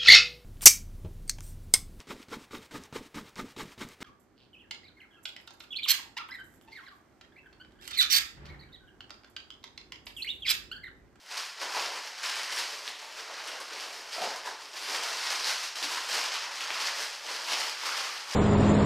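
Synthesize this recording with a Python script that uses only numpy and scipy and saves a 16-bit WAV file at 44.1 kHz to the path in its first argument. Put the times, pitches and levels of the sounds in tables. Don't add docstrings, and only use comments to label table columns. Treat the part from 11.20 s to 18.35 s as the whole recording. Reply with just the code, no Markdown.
import sys
import numpy as np
from scipy import signal
from scipy.fft import rfft
from scipy.io import wavfile
from scipy.ndimage import uniform_filter1d

SR = 44100
rng = np.random.default_rng(int(sys.argv[2]) if len(sys.argv) > 2 else 0)


def rack_gain(trim_db):
    fader = np.asarray(trim_db, float)
    return 10 ** (fader / 20)


def generate_wav(signal):
    frames = np.transpose(np.atleast_2d(signal))
    scaled = np.clip(frames, -1, 1) * 32767
    pcm = np.round(scaled).astype(np.int16)
    wavfile.write(sys.argv[1], SR, pcm)


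N = 315304

# start in seconds, peak in dB, pitch in Hz, sharp edge over the peak in dB.
SNAPS = [(.0629, -34, 5110, -16), (.1428, -25, 2650, -10), (.1716, -22, 4670, -15), (.6522, -22, 3790, -15),
         (.8746, -26, 5110, -20), (1.0395, -22, 3950, -14), (1.0956, -19, 5260, -13),
         (1.2327, -22, 5110, -11), (1.2967, -25, 1970, -9), (1.3871, -19, 4120, -9),
         (1.6779, -17, 3400, -18), (2.2825, -26, 2830, -14), (2.5991, -26, 2700, -13),
         (3.0185, -22, 4110, -8), (3.1611, -24, 5570, -10), (3.6977, -19, 4790, -13),
         (4.1046, -17, 4460, -23), (4.2446, -16, 4580, -24), (4.2594, -17, 4600, -14),
         (4.5579, -21, 4610, -13), (4.6282, -16, 3600, -10), (4.643, -18, 4600, -20),
         (4.7726, -21, 1510, -12), (5.1403, -20, 5340, -19), (5.4077, -19, 3010, -11),
         (5.5049, -16, 2450, -19), (6.3193, -16, 3890, -18), (6.3333, -14, 2950, -21),
         (6.4958, -19, 4780, -14), (6.6574, -20, 4230, -16)]
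# start in seconds, peak in dB.
TICKS = [(0.1062, -41), (0.2522, -35), (0.4124, -48), (0.7585, -39), (0.986, -42), (1.0321, -31),
         (1.1578, -27), (1.2615, -40), (1.3259, -31), (1.3633, -24), (1.9704, -43), (2.2757, -29),
         (2.4034, -30.5), (2.4114, -34), (2.9256, -36), (3.1044, -43), (3.2587, -46), (3.7269, -41),
         (3.7593, -42), (3.8272, -37), (4.2928, -35.5), (4.4331, -31), (4.7184, -33), (4.8973, -32),
         (5.0564, -40), (5.6714, -33), (6.0906, -42.5), (6.4019, -24), (6.7654, -39), (6.8373, -36)]
# frequency in Hz, t60 in seconds.
DECAY = [(200, 0.27), (700, 0.46), (2000, 0.51), (5000, 0.53), (12000, 0.29)]
# lower edge in Hz, upper edge in Hz.
PASS_HZ = [270, 15600]


def evened(x):
    return x / np.sqrt(np.mean(x ** 2) + 1e-20)


def read(points, hz):
    f, value = np.transpose(points)
    return np.interp(np.log(hz + 1), np.log(f + 1), value)


def coloured(x, points):
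    hz = np.abs(np.fft.fftfreq(4096, 1 / SR))
    log_gain = np.log(rack_gain(np.maximum(read(points, hz), -100)))
    taps = np.fft.ifft(np.exp(np.conj(signal.hilbert(log_gain)))).real
    return signal.oaconvolve(x, taps[:2048])[:len(x)]


def wander(per_s):
    size = round(SR / per_s)
    once = uniform_filter1d(rng.standard_normal(N), size)
    return evened(uniform_filter1d(once, size))


def add(mix, start_s, sound):
    part = mix[round(start_s * SR):][:len(sound)]
    part += sound[:len(part)]


def fridge():
    # frequency in Hz, level in dB.
    hum_lines = [(120, -89.5), (193, -90.5)]
    # frequency in Hz, density in dB per Hz.
    air_colour = [(30, -2), (60, -10), (130, 4), (400, 2), (1500, 6.5), (6000, -0.5), (15000, -7)]
    air_db = -65.5
    t = np.arange(N) / SR
    hum = np.zeros(N)
    for hz, db in hum_lines:
        hum += np.sqrt(2) * rack_gain(db + 0.83 * wander(6.0)) * np.sin(2 * np.pi * hz * t)
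    return hum + rack_gain(air_db) * evened(coloured(rng.standard_normal(N), air_colour))


def standing(x):
    level_db, upper_edge_hz = -3.5, 2050
    stay = 24000
    onset = 200
    places, out = np.arange(-stay, N, stay), np.zeros(N)
    hz, t, z = signal.stft(rng.standard_normal((len(places), SR // 2)), SR, nperseg=256)
    fade = rack_gain(-60 * t / read(DECAY, hz)[:, None])
    low_pass = np.sqrt(1 + (hz[:, None] / upper_edge_hz) ** 2)
    tails = signal.istft(z * fade / low_pass, SR, nperseg=256)[1][:, onset:]
    tails = tails / np.sqrt(np.mean(abs(rfft(tails)[:, 100:400]) ** 2))
    for start, tail in zip(places, tails):
        at = np.arange(max(start, 0), min(start + 2 * stay, N))
        window = np.sin(np.pi * (at - start) / (2 * stay))
        add(out, (at[0] + onset) / SR, signal.fftconvolve(x[at] * window, tail))
    return rack_gain(level_db) * out


def kitchen(x):
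    tail_db = -.5
    hz, t, z = signal.stft(x, SR, nperseg=256, noverlap=192)
    keep = rack_gain(-2 * 60 * (t[1] - t[0]) / read(DECAY, hz))
    power = np.array([signal.lfilter([0, 0, 0, 1 - k], [1, -k], abs(row) ** 2) for k, row in zip(keep, z)])
    chance = rng.standard_normal((len(t), len(hz), 2)).T
    noise = np.sqrt(power) * (chance[0] + 1j * chance[1])
    tail = signal.istft(noise, SR, nperseg=256, noverlap=192)[1][:N]
    return x + rack_gain(tail_db) * evened(tail) * np.std(x) + standing(x)


def buckle(hz, cycles, start=0.):
    turns = np.arange(1, 1500) * hz / SR
    attack = 1 - np.exp(-turns / .3)
    ring = np.exp(-3 * turns / cycles) * np.sin(2 * np.pi * turns + start) * attack
    return ring / np.linalg.norm(ring)


def snaps():
    # start in seconds, peak in dB, pitch in Hz.
    knocks = [(0.428, -28, 883), (0.549, -25, 1040), (0.567, -17, 864), (1.034, -24, 1460),
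              (2.981, -23, 696), (3.017, -27, 713), (3.026, -29, 702), (3.076, -28, 870),
              (3.272, -22, 1025), (3.744, -22, 1110), (3.86, -24, 1385), (4.033, -30, 1040),
              (4.202, -31, 1100), (4.622, -25.5, 904), (4.718, -22, 1041), (4.772, -25, 930),
              (5.271, -27, 965), (5.502, -31.5, 840), (5.539, -27, 1390), (5.557, -22, 1180),
              (5.625, -28, 1500), (5.684, -20, 1480), (6.288, -40, 970), (6.319, -25, 1260),
              (6.396, -40, 1050), (6.634, -27.5, 958), (6.656, -20.5, 1350), (6.692, -20, 1390),
              (6.723, -25, 1440), (6.87, -26, 1250)]
    # start in seconds, peak in dB, frequency in Hz.
    booms = [(0.547, -41, 1020), (.572, -38, 738.4), (3.021, -25.5, 727), (3.041, -36, 706),
             (3.07, -48, 855), (4.708, -37, 1035), (4.776, -33.5, 1047), (4.638, -43, 274),
             (3.011, -36, 170), (3.065, -42.5, 200), (4.909, -45, 186)]
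    # delay in seconds, level in dB.
    reflections = [
        (.0031, -12),
        (.0091, -11),
        (.017, -12),
    ]
    knock_db = -5.5
    out, edge = np.zeros(N), buckle(8700, 3.2)
    edge = edge / abs(edge).max()
    for s, db, hz, edge_db in SNAPS:
        ring = buckle(hz, 2.6)
        add(out, s, rack_gain(db - 1.5) * (ring / abs(ring).max() + rack_gain(edge_db + 1.5) * edge))
    for s, db in TICKS:
        add(out, s, rack_gain(db) * edge)
    for s, db, hz in knocks:
        ring = buckle(hz, 9.5) + .5 * buckle(1.47 * hz, 4.5)
        add(out, s, rack_gain(db + knock_db) * ring / abs(ring).max())
    for s, db, hz in booms:
        ring = buckle(hz, .033 * hz) * np.minimum(np.arange(1499) / 130, 1)
        add(out, s, rack_gain(db) * ring / abs(ring).max())
    direct = out.copy()
    for s, db in reflections:
        add(out, s, rack_gain(db) * direct)
    return out


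def avalanches():
    calm_s = .018
    shocks = np.zeros(N)
    shocks[[round(row[0] * SR) for row in SNAPS + TICKS]] = 1
    after = signal.lfilter([1], [1, -np.exp(-1 / (calm_s * SR))], shocks)
    return np.exp(.2 * wander(45) + .3 * wander(220)) * (1 + 1.1 * after)


def crowd(low_hz, high_hz, cycles, per_s, spread_db, clumps, count=12):
    # frequency in Hz, density in dB per Hz.
    paper_colour = [(59, -66), (100, -48), (214, -33), (281, -17.5), (354, -11.5), (587, -5), (666, -7.5),
                    (1060, -2.5), (1180, -4), (3040, 1), (3520, -1.5), (5040, 3.5), (11500, -12),
                    (15400, -19.5)]
    out = np.zeros(N)
    odds = np.cumsum(clumps) / clumps.sum()
    for hz in np.geomspace(low_hz, high_hz, count):
        when, sign, size = rng.random((12000, 3))[:round(per_s * N / SR / count)].T
        at = np.minimum(np.searchsorted(odds, when), N - 1)
        flips = np.zeros(N)
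        flips[at] = np.sign(sign - .5) * rack_gain(spread_db * np.minimum(-np.log(size), 3.5))
        ring = buckle(hz, cycles, 2 * np.pi * rng.random())
        out += np.sqrt(hz) * signal.oaconvolve(flips, ring)[:N]
    return evened(coloured(out, paper_colour))


def boxed(x):
    # frequency in Hz, width in Hz, level over the bare paper in dB.
    box_modes = [(439, 25, 0), (563, 18, -3.5), (713, 24, -4), (884, 21, -2.5), (1000, 15, -13)]
    ringing = sum(rack_gain(db) * signal.lfilter(*signal.iirpeak(hz, hz / width_hz, SR), x)
                  for hz, width_hz, db in box_modes)
    return evened(x + ringing)


def effort(t, over_db, swell, drumming, tightness):
    # top in seconds, rise in seconds, fall in seconds, pull in dB, drumming of the walls in dB.
    box_tugs = [(.08, .25, .045, -48.5, -12), (.116, 0.02, 0.056, -35.5, -13),
                (.178, 0.037, .13, -34, -18.5), (.431, 0.054, .12, -32.5, -7),
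                (.58, .075, 0.081, -26.5, -9), (.767, 0.27, 0.06, -36, -7), (.867, .08, 0.023, -36, -11),
                (1.05, 0.055, .077, -31, -30), (1.19, .25, .1, -31.5, -15.5), (1.329, .04, .054, -34, -12),
                (1.386, 0.09, 0.052, -30, -15), (1.54, .2, 0.098, -34.5, -11.5),
                (1.684, 0.076, 0.026, -35.5, -11), (1.829, 0.13, 0.07, -40, -7),
                (1.985, 0.094, 0.037, -40, -10.8), (2.14, 0.34, 0.35, -38.5, -6),
                (2.282, 0.044, 0.02, -38, -9), (2.371, 0.13, .096, -40.5, -2.5),
                (2.528, 0.05, 0.11, -36, -5.5), (2.63, .22, 0.62, -39, -9), (2.93, 0.024, 0.22, -36, -27),
                (3.042, 0.11, .095, -33, -4.5), (3.098, .04, 0.099, -40.5, 0.5),
                (3.268, 0.045, 0.07, -35, -4)]
    air_tugs = [(3.427, 0.06, 0.066, -42, -8.5), (3.548, 0.021, 0.5, -35.5, -10),
                (3.753, .19, .068, -31, -9), (3.833, 0.02, .18, -29.5, -12.5),
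                (4.119, 0.21, 0.079, -28.5, -17), (4.312, 0.23, 0.1, -28, -19),
                (4.433, .066, .083, -31.5, -18), (4.561, 0.016, .1, -32.5, -15),
                (4.637, 0.05, 0.017, -31, -11), (4.71, 0.086, .29, -31, -15.5),
                (4.905, .022, 0.16, -31, -12), (4.953, 0.089, 0.18, -27, -17.5),
                (5.136, 0.036, 0.15, -32, -24), (5.421, .22, 0.06, -32.5, -25),
                (5.505, .025, .028, -38, -20), (5.661, 0.21, 0.047, -26.5, -16.5),
                (5.824, 0.13, 0.059, -28.5, -14.5), (5.945, .117, .044, -38.5, -15),
                (6.095, 0.1, 0.15, -34.5, -9), (6.322, 0.076, .034, -27, -10.5),
                (6.474, 0.39, .059, -30.5, -12), (6.678, .13, 0.19, -28.5, -14),
                (6.81, .15, 0.32, -33, -15), (7.138, 0.058, .069, -28.5, -11)]
    # time in seconds, tightness in dB.
    crushing = [(0, 1), (.45, -1.5), (.8, 0), (1.1, -5), (1.4, 2.5), (1.8, 2), (2.1, -4), (2.4, -2.5),
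                (2.7, 3), (3.1, -2.5), (3.55, 4), (4.1, -1), (4.9, 2.5), (5.2, -7), (5.6, -3), (5.85, 2.5),
                (6.4, 1), (6.8, -2)]
    tug_db = 12
    roundness = 1.4
    power = 0
    for top, rise_s, fall_s, db, box_db in box_tugs + air_tugs:
        away = np.maximum((top - t) / rise_s, (t - top) / fall_s)
        power = power + rack_gain(2 * (db + drumming * box_db - swell * tug_db * away ** roundness))
    return np.sqrt(power) * rack_gain(over_db + tightness * np.interp(t, *np.transpose(crushing)))


def rustle():
    # lowest Hz, highest Hz, cycles a buckle rings, buckles per second, size spread in dB.
    families = [
        (2270, 5870, 1.9, 5000, 3.5),
        (200, 918, 3.8, 700, 3.5),
        (835, 1924, 2.93, 2200, 2.5),
        (7170, 18800, 2.8, 5300, 2.5),
    ]
    # level over the pull in dB, shares of the tug's swell, the drumming, the tightness.
    follow_shares = [(-3, 0.93, -0.031, -0.031), (-1.5, 1.15, 1.22, 0.46), (-4.5, 0.85, 0.22, -0.47),
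                     (-12, 0.96, -0.064, 0.46)]
    t, coarse = np.arange(N) / SR, np.arange(0, N / SR + .01, .002)
    clumps = avalanches()
    out = np.zeros(N)
    for shares, family in zip(follow_shares, families):
        gain = np.interp(t, coarse, effort(coarse, *shares))
        out += gain * boxed(crowd(*family, clumps))
    return out


def scene():
    paper = kitchen(rack_gain(-5.0) * rustle() + snaps())
    high_pass = signal.butter(4, PASS_HZ[0], "high", fs=SR, output="sos")
    return np.array([signal.sosfilt(high_pass, paper) + fridge()] * 2)


def roll_off(x):
    return signal.sosfilt(signal.butter(12, 15680, fs=SR, output="sos"), x)


def record(dry):
    low_pass = signal.firwin(401, PASS_HZ[1], window=("kaiser", 9), fs=SR)
    return roll_off(signal.oaconvolve(dry, low_pass[None], "same"))


dry = scene()
out = record(dry)
generate_wav(out)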